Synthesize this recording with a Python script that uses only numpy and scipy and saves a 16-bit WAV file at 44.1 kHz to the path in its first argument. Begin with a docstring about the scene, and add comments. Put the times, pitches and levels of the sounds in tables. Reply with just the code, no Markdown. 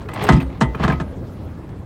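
"""On a small boat on open water, an anchor is hauled into the roller at the bow.
Wind and sea rumble throughout. The chain grinds and clinks over the roller; the anchor slams home,
knocks again and rattles into its seat. Each blow clanks in the roller, rings in the anchor's steel
and thuds through the hollow deck, and the whole bow booms under the load."""
import sys
import numpy as np
from scipy import signal
from scipy.io import wavfile

SR = 44100
rng = np.random.default_rng(int(sys.argv[2]) if len(sys.argv) > 2 else 0)


def wav_record(signal):
    """Record a signal, one row per channel, as 16-bit PCM in the file named by sys.argv[1]."""
    frames = np.transpose(np.atleast_2d(signal))
    bounded = np.clip(frames, -1, 1)
    # unit amplitude maps onto the largest positive 16-bit level
    quanta = np.round(bounded * 32767).astype(np.int16)
    wavfile.write(sys.argv[1], SR, quanta)


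N = 81585
TIME = np.arange(N) / SR

# blows of the anchor: start_s, clank_db, extra_treble_db, thud_db, ring_db
BLOWS = [(0.018, -35, 12.5, -23, -50), (0.0875, -17, -4, -22.5, -22.5), (0.2887, 4, 1, 3, -1),
         (0.323, -12.5, 10.5, -4, -32), (0.332, -19, 16, 3, -36), (0.365, -28, 16.5, -1, -30),
         (0.606, -30.5, 27, -48, -48), (0.6109, -0.5, 2, 0.5, -10.5), (0.620, -7, 4, -5.5, -41),
         (0.7477, -12.5, -15, -19, -59), (0.7982, -10.5, -12, -7, -28), (0.8365, -5, -3, -3, -14.5),
         (0.848, -8, -5, -17, -34), (0.8787, -5.5, -1, -4, -18), (0.8998, -5.5, -16, -18, -25),
         (0.921, -13.5, -8, -11, -21), (0.9998, -9.5, -4.5, -10, -35), (1.011, -23.5, 4, -26, -39),
         (1.691, -36, 9, -24, -55)]
# notes of the metal roller: pitch_hz, level_db, fade_s (time to die away by 60 dB)
ROLLER_NOTES = [(432, -21.5, 0.095), (647, -23.5, 0.18), (740, -16, 0.04), (917, -23.5, 0.16),
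                (1020, -18.5, 0.12), (1158, -6, 0.011), (1220, -27.5, 0.098), (1273, -27, 0.24),
                (1450, -30, 0.032), (1595.5, -24, 0.09), (1725, -16, 0.035), (2506, -29, 0.062),
                (3080, -32, 0.11), (3270, -49, 0.072), (4050, -37, 0.052)]


def from_db(db):
    """Turn decibels into a gain."""
    return 10 ** (np.asarray(db) / 20)


def rms_one(x):
    """Scale a signal to an average power of 1."""
    return x / np.sqrt(np.mean(x ** 2) + 1e-20)


def in_time(rows):
    """Join (time, value) points with straight lines."""
    return np.interp(TIME, *np.transpose(rows))


def at_hz(rows, hz):
    """Read a table's columns at one pitch."""
    pitches, *columns = np.transpose(rows)
    return [np.interp(np.log(hz), np.log(pitches), column) for column in columns]


def drift(rate_hz):
    """A smooth random wander, about 1 in size."""
    r = np.exp(-2 * np.pi * rate_hz / SR)
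    return rms_one(signal.lfilter([1], [1, -2 * r, r * r], rng.standard_normal(2 * N))[N:])


def clicks(start_s, level_db):
    """One click for each time and level."""
    out = np.zeros(N)
    np.add.at(out, np.clip(np.atleast_1d(start_s) * SR, 0, N - 1).astype(int), from_db(level_db))
    return out


def fade(x, fade_s):
    """Give each click a tail that drops 60 dB in fade_s."""
    return signal.lfilter([1], [1, -from_db(-60 / (fade_s * SR))], x + 1e-18)


def ring(x, hz, fade_s):
    """Each click starts a pure note that dies away."""
    r = from_db(-60 / (fade_s * SR))
    w = 2 * np.pi * hz / SR
    return signal.lfilter([0, np.sin(w)], [1, -2 * r * np.cos(w), r * r], x + 1e-18)


def tone(pitch_hz):
    """A pure tone that follows a changing pitch."""
    return np.sin(2 * np.pi * np.cumsum(pitch_hz) / SR)


def swell(peak_s, level_db, half_length_s):
    """A smooth rise and fall."""
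    return from_db(level_db) * np.exp(-((TIME - peak_s) / half_length_s) ** 2 / 2)


def noise_bands(strength_at):
    """Noise in third-octave bands; strength_at(hz) gives each band's strength over time."""
    edges, out = 22 * 2 ** (np.arange(30) / 3), 0
    for low, high in zip(edges, edges[1:]):
        strength = np.pad(strength_at(np.sqrt(low * high)), (SR // 4, 0), "edge")
        band = signal.butter(2, [low, high], "band", fs=SR, output="sos")
        out = out + signal.sosfilt(band, strength * rng.standard_normal(len(strength)))[-N:]
    return out * np.sqrt(SR / 2)


def struck(notes, start_s, blow_db, scatter_db=3):
    """Every blow rings each of an object's notes with a slightly random strength."""
    out = 0
    for k, (hz, level_db, fade_s) in enumerate(notes):
        hits = clicks(start_s, blow_db + level_db + scatter_db * rng.standard_normal(len(start_s)))
        out = out + (-1) ** k * ring(hits, hz, fade_s)
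    return out


def wind_and_sea():
    """Wind and water make a low, gently flickering rumble."""
    # tone of the rumble: pitch_hz, level_db_per_hz
    rumble = [(25, -43.5), (40, -58), (65, -52.5), (95, -50), (150, -56), (300, -60.5), (550, -68.5),
              (1000, -76), (2000, -87.5), (4000, -97), (8000, -105), (15000, -108)]
    # its rise and fall: time_s, level_db
    loudness = [(0, -2), (.5, -1.5), (1.1, -1), (1.4, -1.5), (1.85, -5)]
    level_db, flicker_db = in_time(loudness), 2.5
    return noise_bands(lambda hz: from_db(level_db + at_hz(rumble, hz)[0] + flicker_db * drift(11.4)))


def chain_grind(contacts_per_s=700, contact_s=0.0045, spread_db=3):
    """Many tiny contacts of the chain grind over the roller and set it ringing."""
    # loudness of the running chain: time_s, level_db
    hauling = [(0, -16), (.08, -31.5), (.12, -12.5), (.17, -1), (.25, 0), (.3, -0.5), (.37, -7), (.42, -8),
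               (.46, -25), (.58, -21), (.72, -26.5), (.78, -17.5), (.84, 2), (.872, -9), (.93, -2.5),
               (.955, -17), (1.0, -29), (1.1, -45), (1.85, -35)]
    # tone of the grinding: pitch_hz, level_db_per_hz
    grinding = [(150, -48.5), (430, -59.5), (560, -59.5), (900, -53.5), (1450, -67), (2000, -62.5),
                (2700, -67), (4000, -74.5), (7000, -92.5), (16000, -106)]
    haul = from_db(in_time(hauling))
    sizes = from_db(spread_db * np.minimum(rng.exponential(1, N), 4))
    contacts = sizes * (rng.random(N) < contacts_per_s / SR)
    knocks = haul * contacts * rng.choice([-1, 1], N)
    roughness = haul * rms_one(np.sqrt(fade(contacts ** 2, contact_s * np.log(1000) / 2)))
    grind = noise_bands(lambda hz: from_db(at_hz(grinding, hz)[0]) * roughness)
    ringing = sum((-1) ** k * from_db(level_db) * ring(knocks, hz, fade_s)
                  for k, (hz, level_db, fade_s) in enumerate(ROLLER_NOTES))
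    return grind + from_db(-31) * ringing


def roller_clank(crack_db=-2, crack_s=0.003, treble_hz=2940):
    """Each blow cracks at first contact, leaves a dense rattle and rings the roller."""
    # the rattle: pitch_hz, level_db_per_hz, fade_s
    rattle = [(30, -84, .15), (90, -79, 0.089), (216, -42.5, 0.39), (405, -46, 0.11), (516, -53, 0.28),
              (1040, -48, 0.13), (1620, -48, 0.079), (2130, -67.5, 0.18), (3280, -59, 0.091),
              (5430, -66.5, 0.039), (7920, -73.5, 0.11), (10100, -95, 0.15), (16000, -97, .12)]
    start_s, clank_db, treble_db, _, _ = np.transpose(BLOWS)

    def crack_and_rattle(hz):
        """How one band of noise dies away."""
        level_db, fade_s = at_hz(rattle, hz)
        power = clicks(start_s, clank_db + treble_db / (1 + (treble_hz / hz) ** 2)) ** 2
        crack = from_db(crack_db) ** 2 * fade(power, crack_s * np.log(1000) / 2)
        return from_db(level_db) * np.sqrt(crack + fade(power, fade_s / 2))

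    return noise_bands(crack_and_rattle) + struck(ROLLER_NOTES, start_s, clank_db)


def anchor_ring():
    """The anchor's steel rings after each blow."""
    # notes of the steel: pitch_hz, level_db, fade_s
    steel_notes = [(888, -16, .33), (1916, -25, .27), (2023, -19, .3), (593, -35, .3), (1222, -23, .19),
                   (2065, -32, .17), (3187, -37, .34), (3758, -46, .28), (5050, -50, .28), (6040, -50, .38),
                   (6918, -54, .22), (8995, -59, .55), (12900, -61, .3)]
    start_s, _, _, _, ring_db = np.transpose(BLOWS)
    return struck(steel_notes, start_s, ring_db)


def deck_thud(start_hz=405, end_hz=121.2, fall_s=0.00825, rise_s=0.013):
    """The deck thumps and hums. The thump falls in pitch, since slow bending waves arrive last."""
    # notes of the hollow deck: pitch_hz, level_db, fade_s
    deck_notes = [(136.2, -25, 0.58), (154, -18, 0.1), (170.7, -21.5, 0.34), (194, -25.5, 0.11),
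                  (243.5, -17.5, 0.18), (267.5, -24, 0.48), (353, -28, 0.36)]
    start_s, _, _, thud_db, _ = np.transpose(BLOWS)
    age = TIME[:SR // 5]
    pitch_hz = end_hz + (start_hz - end_hz) * np.exp(-age / fall_s)
    loudness = from_db(-8) * (age / rise_s * np.exp(1 - age / rise_s)) ** 2
    thumps = signal.fftconvolve(clicks(start_s, thud_db), loudness * tone(pitch_hz))[:N]
    return thumps + struck(deck_notes, start_s, thud_db)


def link_clinks(tick_fade_s=0.053, tick_rise_s=0.0036, tick_low_hz=4170):
    """Each link that snaps straight gives a bright tick and a short high note."""
    # single links: start_s, note_db, pitch_hz, fade_s, tick_db
    clinks = [(0.087, -35.5, 2570, .05, -50.5), (0.137, -40.5, 8140, 0.057, -37),
              (0.224, -48, 12500, .06, -39), (0.237, -39, 8200, 0.12, -30), (0.269, -48, 12400, 0.17, -45),
              (.29, -54, 12900, .08, -47), (.365, -38, 4970, 0.06, -54), (.402, -27, 2570, .06, -43.5),
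              (.420, -50, 8680, 0.16, -58), (.423, -52, 12350, .07, -58), (0.75, -28.5, 2460, 0.034, -49),
              (.838, -50, 12600, 0.057, -43), (0.926, -26, 2300, 0.047, -47)]
    start_s, _, _, _, tick_db = np.transpose(clinks)
    snaps = clicks(start_s, tick_db)
    ticks = rng.standard_normal(N) * (fade(snaps, tick_fade_s) - fade(snaps, tick_rise_s))
    notes = sum(ring(clicks(at_s, note_db), hz, fade_s) for at_s, note_db, hz, fade_s, _ in clinks)
    return notes + signal.sosfilt(signal.butter(2, tick_low_hz, "high", fs=SR, output="sos"), ticks)


def roller_groan(pitch_hz=420.7):
    """The loaded roller gives one short, wavering groan."""
    loudness = swell(peak_s=0.261, level_db=-22.5, half_length_s=0.027)
    return loudness * tone(pitch_hz * (1 + 0.031 * drift(64)))


def bow_boom(pitch_hz=66.36):
    """The whole bow booms as the anchor loads it."""
    # deep swells: peak_s, level_db, half_length_s
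    booms = [(0.28, -28, 0.0062), (0.335, -7.5, 0.013), (0.459, -19.5, 0.023), (0.676, -20, 0.03),
             (0.89, -21, 0.083)]
    return sum(swell(*row) for row in booms) * tone(pitch_hz * (1 + 0.088 * drift(20)))


def scene():
    """Everything together, as heard from behind the front deck."""
    blows = roller_clank() + anchor_ring() + deck_thud()
    return (wind_and_sea() + chain_grind() + blows + link_clinks() + roller_groan() + bow_boom())[None]


def record(dry, low_hz=39, high_hz=16000):
    """The microphone drops the deepest bass, rounds off the peaks and cuts the highest treble."""
    dry = signal.sosfilt(signal.butter(6, low_hz, "high", fs=SR, output="sos"), dry)
    rounded = dry / (1 + dry ** 6) ** (1 / 6)
    return signal.sosfilt(signal.ellip(10, .1, 90, high_hz, fs=SR, output="sos"), rounded)


dry = scene()
out = record(dry)
wav_record(out)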